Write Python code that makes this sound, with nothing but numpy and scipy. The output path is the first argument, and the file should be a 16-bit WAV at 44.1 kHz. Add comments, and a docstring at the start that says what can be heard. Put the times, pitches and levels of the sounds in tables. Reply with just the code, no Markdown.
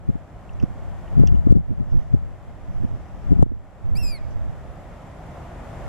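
"""Wind buffets the camera's microphone ports in puffs, over a distant roar and a faint hiss.
The hardest puffs crackle and push the gain control down. Small dry contacts tick and rustle close by.
Near 4 s an oystercatcher on a shingle bank gives one piping call that rises and sinks:
a few partials from the syrinx, shaped by throat and bill, echoed faintly by the shore."""
import sys
import numpy as np
from scipy import signal
from scipy.fft import rfft, irfft, next_fast_len
from scipy.io import wavfile
from scipy.ndimage import uniform_filter1d, minimum_filter1d, map_coordinates

SR = 44100
rng = np.random.default_rng(int(sys.argv[2]) if len(sys.argv) > 2 else 0)


def unload_wav(signal):
    """Save mono or channel-first audio to the path in sys.argv[1] as 16-bit WAV at rate SR, clipped to [-1, 1]."""
    wavfile.write(
        sys.argv[1],
        SR,
        np.round(np.clip(np.atleast_2d(signal).T, -1, 1) * 32767).astype(np.int16),
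    )


N = 259308

# Slow rise and fall of the whole background, roar and hiss together: time_s, level_db
BACKGROUND_LEVEL = [(0, -51.5), (.7, -47), (1.15, -45.5), (2.3, -49), (3.15, -47), (4.7, -46),
                    (5.15, -44.5), (5.35, -42.5), (5.5, -43), (5.88, -40)]


def amp(db):
    """Decibels to gain."""
    return 10 ** (np.asarray(db) / 20)


def unit(x):
    """x at rms 1."""
    return x / np.sqrt(np.mean(x ** 2) + 1e-20)


def along(points, hz):
    """Interpolate (freq_hz, value) points on a log axis."""
    freq_hz, values = np.transpose(points)
    return np.interp(np.log(hz + 1), np.log(freq_hz + 1), values)


def curve(points):
    """Interpolate (time_s, value) points at every sample."""
    time_s, values = np.transpose(points)
    return np.interp(np.arange(N) / SR, time_s, values)


def wobble(rate_hz):
    """Smooth random curve, rate_hz knots a second."""
    knots = rng.standard_normal(int(N * rate_hz / SR) + 4)
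    return map_coordinates(knots, [np.arange(N) * rate_hz / SR])


def filtered(x, response):
    """Apply the frequency response response(hz)."""
    n = x.shape[-1]
    padded = next_fast_len(n + 4096)
    return irfft(rfft(x, padded) * response(np.fft.rfftfreq(padded, 1 / SR)), padded)[..., :n]


def add(track, start_s, sound):
    """Mix a short sound into the track."""
    start = max(round(start_s * SR), 0)
    track[start:start + len(sound)] += sound[:N - start]


def wind(wake_db=-20, wake_s=0.046, ref_length_s=0.0073, lumps_db=6.0, lean_db=24.5,
         cross_db=-3.0, cross_hz=1700):
    """Turbulence on two close ports; each port's bass also reaches the other channel, inverted."""
    # Breeze on the ports: time_s, level_db
    breeze = [(0, -27.5), (.3, -44), (.75, -23), (1.05, -32), (1.3, -21), (2, -19), (2.3, -31.5),
              (2.75, -20.5), (3.72, -49), (3.92, -20), (4.55, -26), (4.85, -51), (5.5, -65), (5.85, -40.5)]
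    # Buffeting spectrum: freq_hz, density_db
    buffet = [(20, 1), (45, 0), (90, 0), (150, -8.5), (250, -21), (500, -35), (1500, -109)]
    # Strong puffs: time_s, level_db, half_length_s, cutoff_hz, side (+ left, - right)
    puffs = [(0.096, -5, 0.01, 210, 0.089), (0.158, -15.5, 0.0048, 256, 1),
             (0.635, -3.5, 0.0085, 258, -.35), (1.178, -2.5, 0.011, 186, 0.43),
             (1.198, 1.5, 0.0063, 237, 0.54), (1.215, 0, 0.0093, 140, 0.47),
             (1.238, -2.5, 0.0034, 440, 0.83), (1.27, -10, .008, 130, 0.9), (1.322, 0, .006, 149, 0.46),
             (1.34, -2.5, 0.0096, 215, 1), (1.474, 0, 0.0068, 268, .02), (1.507, 1, 0.0054, 247, 1),
             (1.524, 7.5, .0052, 297, 0.68), (1.555, 3.5, 0.0088, 262, 0.73), (1.569, 1, 0.0083, 260, 0.4),
             (1.714, -6.5, 0.016, 220, -0.78), (1.813, -4.5, 0.021, 190, 0.16),
             (1.962, -14.5, 0.025, 125, -1.4), (2.139, 0.5, 0.0053, 170, 0.64),
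             (2.146, -2.5, 0.0035, 305, 0.96), (2.844, -8.5, 0.0097, 223, -0.82),
             (3.31, -6, .004, 205, 0.63), (3.321, -0.5, 0.0027, 297, 0.49), (3.331, 1, 0.0064, 260, 0.96),
             (3.368, -11, .008, 228, .5), (3.395, -1.5, .007, 220, 0.88), (3.412, -5.5, 0.0083, 190, .5),
             (3.428, 8.5, 0.0019, 500, .68), (3.433, 6, 0.0041, 190, -0.025),
             (3.464, -4, .0031, 330, -0.99), (3.521, -6.5, .0042, 310, -1.2),
             (3.952, -10.5, 0.015, 150, -1.06)]
    t = np.arange(N) / SR
    # Buffeting surrounds each puff, more for long ones.
    wakes = sum(amp(db + wake_db) * np.sqrt(length_s / ref_length_s) * np.exp(-np.abs(t - s) / wake_s)
                for s, db, length_s, _, _ in puffs)
    breeze_db = 20 * np.log10(amp(curve(breeze)) + wakes)
    side = curve([(s, port) for s, _, _, _, port in puffs])  # the breeze leans with the puffs
    flow = filtered(rng.standard_normal((2, N)), lambda hz: amp(along(buffet, hz)))
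    lumps = amp(lumps_db * np.array([wobble(23.77), wobble(17)]) + lean_db * np.array([side, -side]) / 2)
    buffeting = amp(breeze_db) * unit(flow * lumps) / np.sqrt(2)
    ports = buffeting + eddies(puffs) + stray_eddies(breeze_db, side)
    return ports - amp(cross_db) * filtered(ports[::-1], lambda hz: 1 / (1 + 1j * hz / cross_hz))


def eddies(rows, highpass_hz=45, steepness=4.08):
    """Each eddy is one compact, randomly shaped lump of pressure on one port."""
    ports = np.zeros((2, N))
    t = np.arange(-SR // 16, SR // 16) / SR
    for time_s, level_db, half_length_s, cutoff_hz, side in rows:
        swirl = rfft(rng.standard_normal(len(t)) * np.exp(-(t / half_length_s) ** 2))
        lump = irfft(swirl / np.abs(swirl), len(t)) * np.exp(-(t / (2 * half_length_s)) ** 2)
        eddy = filtered(lump, lambda f: f / (highpass_hz + 1j * f) / (1 + (f / cutoff_hz) ** steepness))
        add(ports[int(side < 0)], time_s + t[0], amp(level_db) * eddy / np.abs(eddy).max())
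    return ports


def stray_eddies(breeze_db, side, count=40, offset_db=-1, scatter_db=2.5,
                 half_length_s=0.017, cutoff_hz=159):
    """Small eddies at random moments, about as strong as the breeze that carries them."""
    moments = rng.integers(N, size=count)
    peaks_db = breeze_db[moments] + offset_db + scatter_db * rng.standard_normal(count)
    return eddies([(i / SR, db, half_length_s, cutoff_hz, side[i]) for i, db in zip(moments, peaks_db)])


def diffuse_noise(spectrum):
    """Noise from all around at rms 1: channels alike in the bass, unrelated in the treble."""
    # Left-right likeness: freq_hz, correlation
    likeness = [(60, 0.88), (130, 1), (290, 0.56), (630, 0.81), (1380, 0.68), (3010, 0.39), (6590, 0.007),
                (14400, 0.037)]

    def mid_side(hz):
        angle = np.arccos(np.clip(along(likeness, hz), -1, 1)) / 2
        return amp(along(spectrum, hz)) * [np.cos(angle), np.sin(angle)]

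    mid, side = filtered(rng.standard_normal((2, N)), mid_side)
    return unit(np.array([mid + side, mid - side]))


def distant_roar(rumble_db=-41, rumble_follow=0.67, rumble_waver_db=1.0, rush_waver_db=0.3, lean_db=0.32):
    """Far traffic or surf: a low rumble under a broad rush, both following the background level."""
    # Rumble spectrum: freq_hz, density_db
    rumble_spectrum = [(13, -76), (22, -5.5), (36, -0.5), (59, 0), (128, -5), (161, -6), (204, -11),
                       (380, -17.5), (490, -24.5), (840, -120)]
    # Rush spectrum: freq_hz, density_db
    rush_spectrum = [(280, -11), (480, -6), (523, -1), (707, 0.5), (929, -6.5), (1350, -10.5),
                     (1600, -14.5), (1830, -14), (2690, -23), (3590, -26.5), (3960, -31.5), (7460, -32.5),
                     (8130, -36), (12700, -40), (14900, -54)]
    rush_db = curve(BACKGROUND_LEVEL)
    drift_db = rumble_follow * (rush_db - rush_db.mean())
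    rumble = amp(rumble_db + drift_db + rumble_waver_db * wobble(6.2)) * diffuse_noise(rumble_spectrum)
    rush = amp(rush_db + rush_waver_db * wobble(7.0)) * diffuse_noise(rush_spectrum)
    return rumble + rush * amp([[lean_db], [-lean_db]])


def thin_hiss(centre_hz=7580, width_hz=90, mean_db=-83):
    """Faint narrow band of hiss that rises and falls with the whole background."""
    background_db = curve(BACKGROUND_LEVEL)
    band = filtered(rng.standard_normal(N), lambda hz: np.exp(-((hz - centre_hz) / width_hz) ** 2))
    return amp(mean_db + background_db - background_db.mean()) * unit(band)


def tick_colour(hz, gap_hz=4000, gap_width_hz=480):
    """Ticks and rustles ring near 2.8 and 5.6 kHz, with little between."""
    # Short resonances: centre_hz, width_hz, gain_db
    modes = [(1820, 260, 0), (2790, 610, 4), (5600, 1460, -0.5), (10000, 5500, -22)]
    response = sum(amp(db) * (1j * hz * width / (centre ** 2 - hz ** 2 + 1j * hz * width)) ** 2
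                   for centre, width, db in modes)
    return response * (1 - np.exp(-((hz - gap_hz) / gap_width_hz) ** 2))


def ticks():
    """Small hard contacts: noise bursts in a few short resonances, each in its own band."""
    # Contacts: start_s, peak_db, centre_hz, spread_octaves, t60_s
    contacts = [(.493, -44.5, 2870, 0.17, .021), (.533, -56.5, 6200, .42, 0.029),
                (.599, -39.5, 2600, 0.97, .028), (0.625, -47, 4440, 1.1, .056),
                (1.078, -46, 2200, 0.55, .021), (1.2729, -27, 3870, 1.2, 0.011),
                (1.282, -40, 3100, 0.86, 0.025), (1.343, -53, 8060, 1, 0.005),
                (1.351, -50.5, 3200, 0.27, .04), (1.359, -55, 7000, .9, .01)]
    track = np.zeros(N)
    t = np.arange(SR // 8) / SR
    for start_s, peak_db, centre_hz, spread_octaves, t60_s in contacts:
        burst = rng.standard_normal(len(t)) * amp(-60 * t / t60_s)
        band = lambda hz: np.exp(-(np.log2((hz + 1) / centre_hz) / spread_octaves) ** 2)
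        tick = filtered(burst, lambda hz: tick_colour(hz) * band(hz))
        add(track, start_s, amp(peak_db) * tick / np.abs(tick).max())
    return track


def overload_cracks(half_length_s=0.00063, cutoff_hz=2800, antiphase=0.35):
    """The microphone snaps at the crest of the hardest puffs, partly in antiphase between channels."""
    # Snaps: time_s, peak_db
    snaps = [(1.198, -34.5), (1.52, -30), (1.5224, -29.5), (3.427, -24)]
    track = np.zeros((2, N))
    t = np.arange(-SR // 200, SR // 200) / SR
    for time_s, peak_db in snaps:
        noise = rng.standard_normal((2, len(t)))
        burst = (noise - antiphase * noise[::-1]) * np.exp(-(t / half_length_s) ** 2)
        snap = filtered(burst, lambda hz: 1 / (1 + 1j * hz / cutoff_hz))
        for channel, sound in zip(track, snap):
            add(channel, time_s + t[0], amp(peak_db) * sound / np.abs(sound).max())
    return track


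def rustles(grain_db=3, highpass_hz=2100):
    """Light rubbing close by: grainy noise in the same resonances as the ticks."""
    # Strokes: centre_s, level_db, half_length_s
    strokes = [(1.96, -66, 0.11), (2.145, -73, 0.023), (2.726, -74, .11), (3.1, -71, 0.29),
               (4.32, -64, .02)]
    t = np.arange(N) / SR
    envelope = sum(amp(db) * np.exp(-((t - s) / half_length_s) ** 2) for s, db, half_length_s in strokes)
    friction = rng.standard_normal((2, N)) * amp(grain_db * wobble(70))
    rubbing = filtered(friction, lambda hz: tick_colour(hz) / (1 + (highpass_hz / (hz + 1)) ** 8))
    return envelope * unit(rubbing)


def oystercatcher(attack_s=0.0036, release_s=0.038, fade_db=15, settle_s=0.0078, gain_db=0.2, rasp_db=-57,
                  jitter=0.008, shimmer_db=0.5, flutter_db=0.5, mellowing=0.43, rolloff_partial=5.33):
    """A whistle with a rasping start; partials flare as they slide through throat and bill resonances."""
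    # Quick rise, long sag: time_s, pitch_hz
    contour = [(3.952, 2230), (3.962, 2346), (3.988, 2743), (4.004, 2734), (4.02, 2700), (4.032, 2582),
               (4.051, 2537), (4.114, 2430), (4.175, 2093), (4.193, 1840)]
    # Response of throat and open bill: freq_hz, gain_db
    throat = [(2500, -48.5), (2760, -43.5), (4150, -48.5), (4850, -41), (5150, -38.5), (5480, -54.5),
              (6950, -87), (7400, -48.5), (7700, -47.5), (8150, -67), (9700, -54.5), (10200, -58.5),
              (11000, -55.5), (12300, -61), (12900, -50), (13750, -58.5), (14500, -67)]
    # Stereo balance of the partials: freq_hz, left_minus_right_db
    balance = [(2400, -3.5), (2760, -2.5), (4400, 0), (5150, 5), (5480, -15), (7600, -2), (8200, 18),
               (9000, -4), (11000, -3), (12700, -7)]
    # Rasp spectrum: freq_hz, density_db
    rasp_spectrum = [(2000, -30), (5000, -6), (10000, 2), (14000, -7), (15000, -20)]
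    start_s, end_s = contour[0][0], contour[-1][0]
    t = np.arange(N) / SR
    on = (t > start_s) & (t < end_s)
    age_s = np.maximum(t - start_s, 0)
    attack = on * np.minimum(age_s / attack_s, 1)
    effort_db = -fade_db * np.clip(1 - (end_s - t) / release_s, 0, 1) ** 2
    roughness = 0.24 + 1.3 * np.exp(-age_s / settle_s)  # starts harsh, then clears
    pitch_hz = (curve(contour) * (1 + jitter * roughness * wobble(1500)))[on]
    strength = (attack * amp(gain_db + shimmer_db * roughness * wobble(900)))[on]
    phase = 2 * np.pi * np.cumsum(pitch_hz) / SR
    voice = np.zeros((2, N))
    for k in range(1, 7):
        syrinx = np.sqrt(2) * np.sin(k * phase) / (1 + (k / rolloff_partial) ** 16)
        partial_db = along(throat, k * pitch_hz)
        partial_db += effort_db[on] * (1 + mellowing * (k - 1))  # high partials fade first
        partial_db += flutter_db * k * wobble(420)[on]
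        lean_db = along(balance, k * pitch_hz) / 2
        voice[:, on] += strength * amp(partial_db + np.array([lean_db, -lean_db])) * syrinx
    air = unit(filtered(rng.standard_normal(N), lambda hz: amp(along(rasp_spectrum, hz))))
    return voice + attack * roughness ** 2 * amp(rasp_db + effort_db) * air


def ground_scatter(x, delay_s=0.017, cutoff_hz=3000):
    """The open ground scatters back a dull tail."""
    # Decay of the tail: freq_hz, t60_s
    decay = [(500, .5), (2400, 0.38), (5000, 1), (12000, .1)]
    hz, t, spectra = signal.stft(rng.standard_normal((2, SR // 2)), SR, nperseg=256)
    _, tail = signal.istft(spectra * amp(-60 * t / along(decay, hz)[:, None]), SR, nperseg=256)
    wet = signal.fftconvolve(x, tail / np.linalg.norm(tail[0]), axes=1)[:, :N]
    return filtered(wet, lambda f: np.exp(-2j * np.pi * f * delay_s) / (1 + (f / cutoff_hz) ** 4))


def bank_echo(x, delay_s=0.093, cutoff_hz=2850):
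    """One dull reflection from further along the shore, left and right swapped."""
    return filtered(x[::-1], lambda f: np.exp(-2j * np.pi * f * delay_s) / (1 + (f / cutoff_hz) ** 6))


def gain_control(x, hold_s=0.092, release_s=0.28):
    """A peak over full scale turns the gain down just in time; it holds, then creeps back."""
    over_db = np.maximum(20 * np.log10(np.abs(x).max(axis=0) + 1e-9), 0)
    fade = np.exp(-np.arange(N) / SR / release_s)
    gain_db = -np.maximum.accumulate(over_db / fade) * fade
    half_hold = int(hold_s * SR / 2)
    held_db = minimum_filter1d(gain_db, size=2 * half_hold + 1, origin=half_hold)
    smooth_db = uniform_filter1d(minimum_filter1d(held_db, size=41), size=41)
    return x * amp(smooth_db)


def scene():
    """Stereo mix of bird, close contacts, wind and background."""
    call = oystercatcher()
    bird = call + amp(-12.0) * ground_scatter(call) + amp(-13.5) * bank_echo(call)
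    return bird + ticks() + rustles() + wind() + overload_cracks() + distant_roar() + thin_hiss()


def record(dry):
    """The camera rides its gain and cuts everything above its band limit."""
    limit_hz = 15100
    return filtered(gain_control(dry), lambda hz: hz < limit_hz)


dry = scene()
out = record(dry)
unload_wav(out)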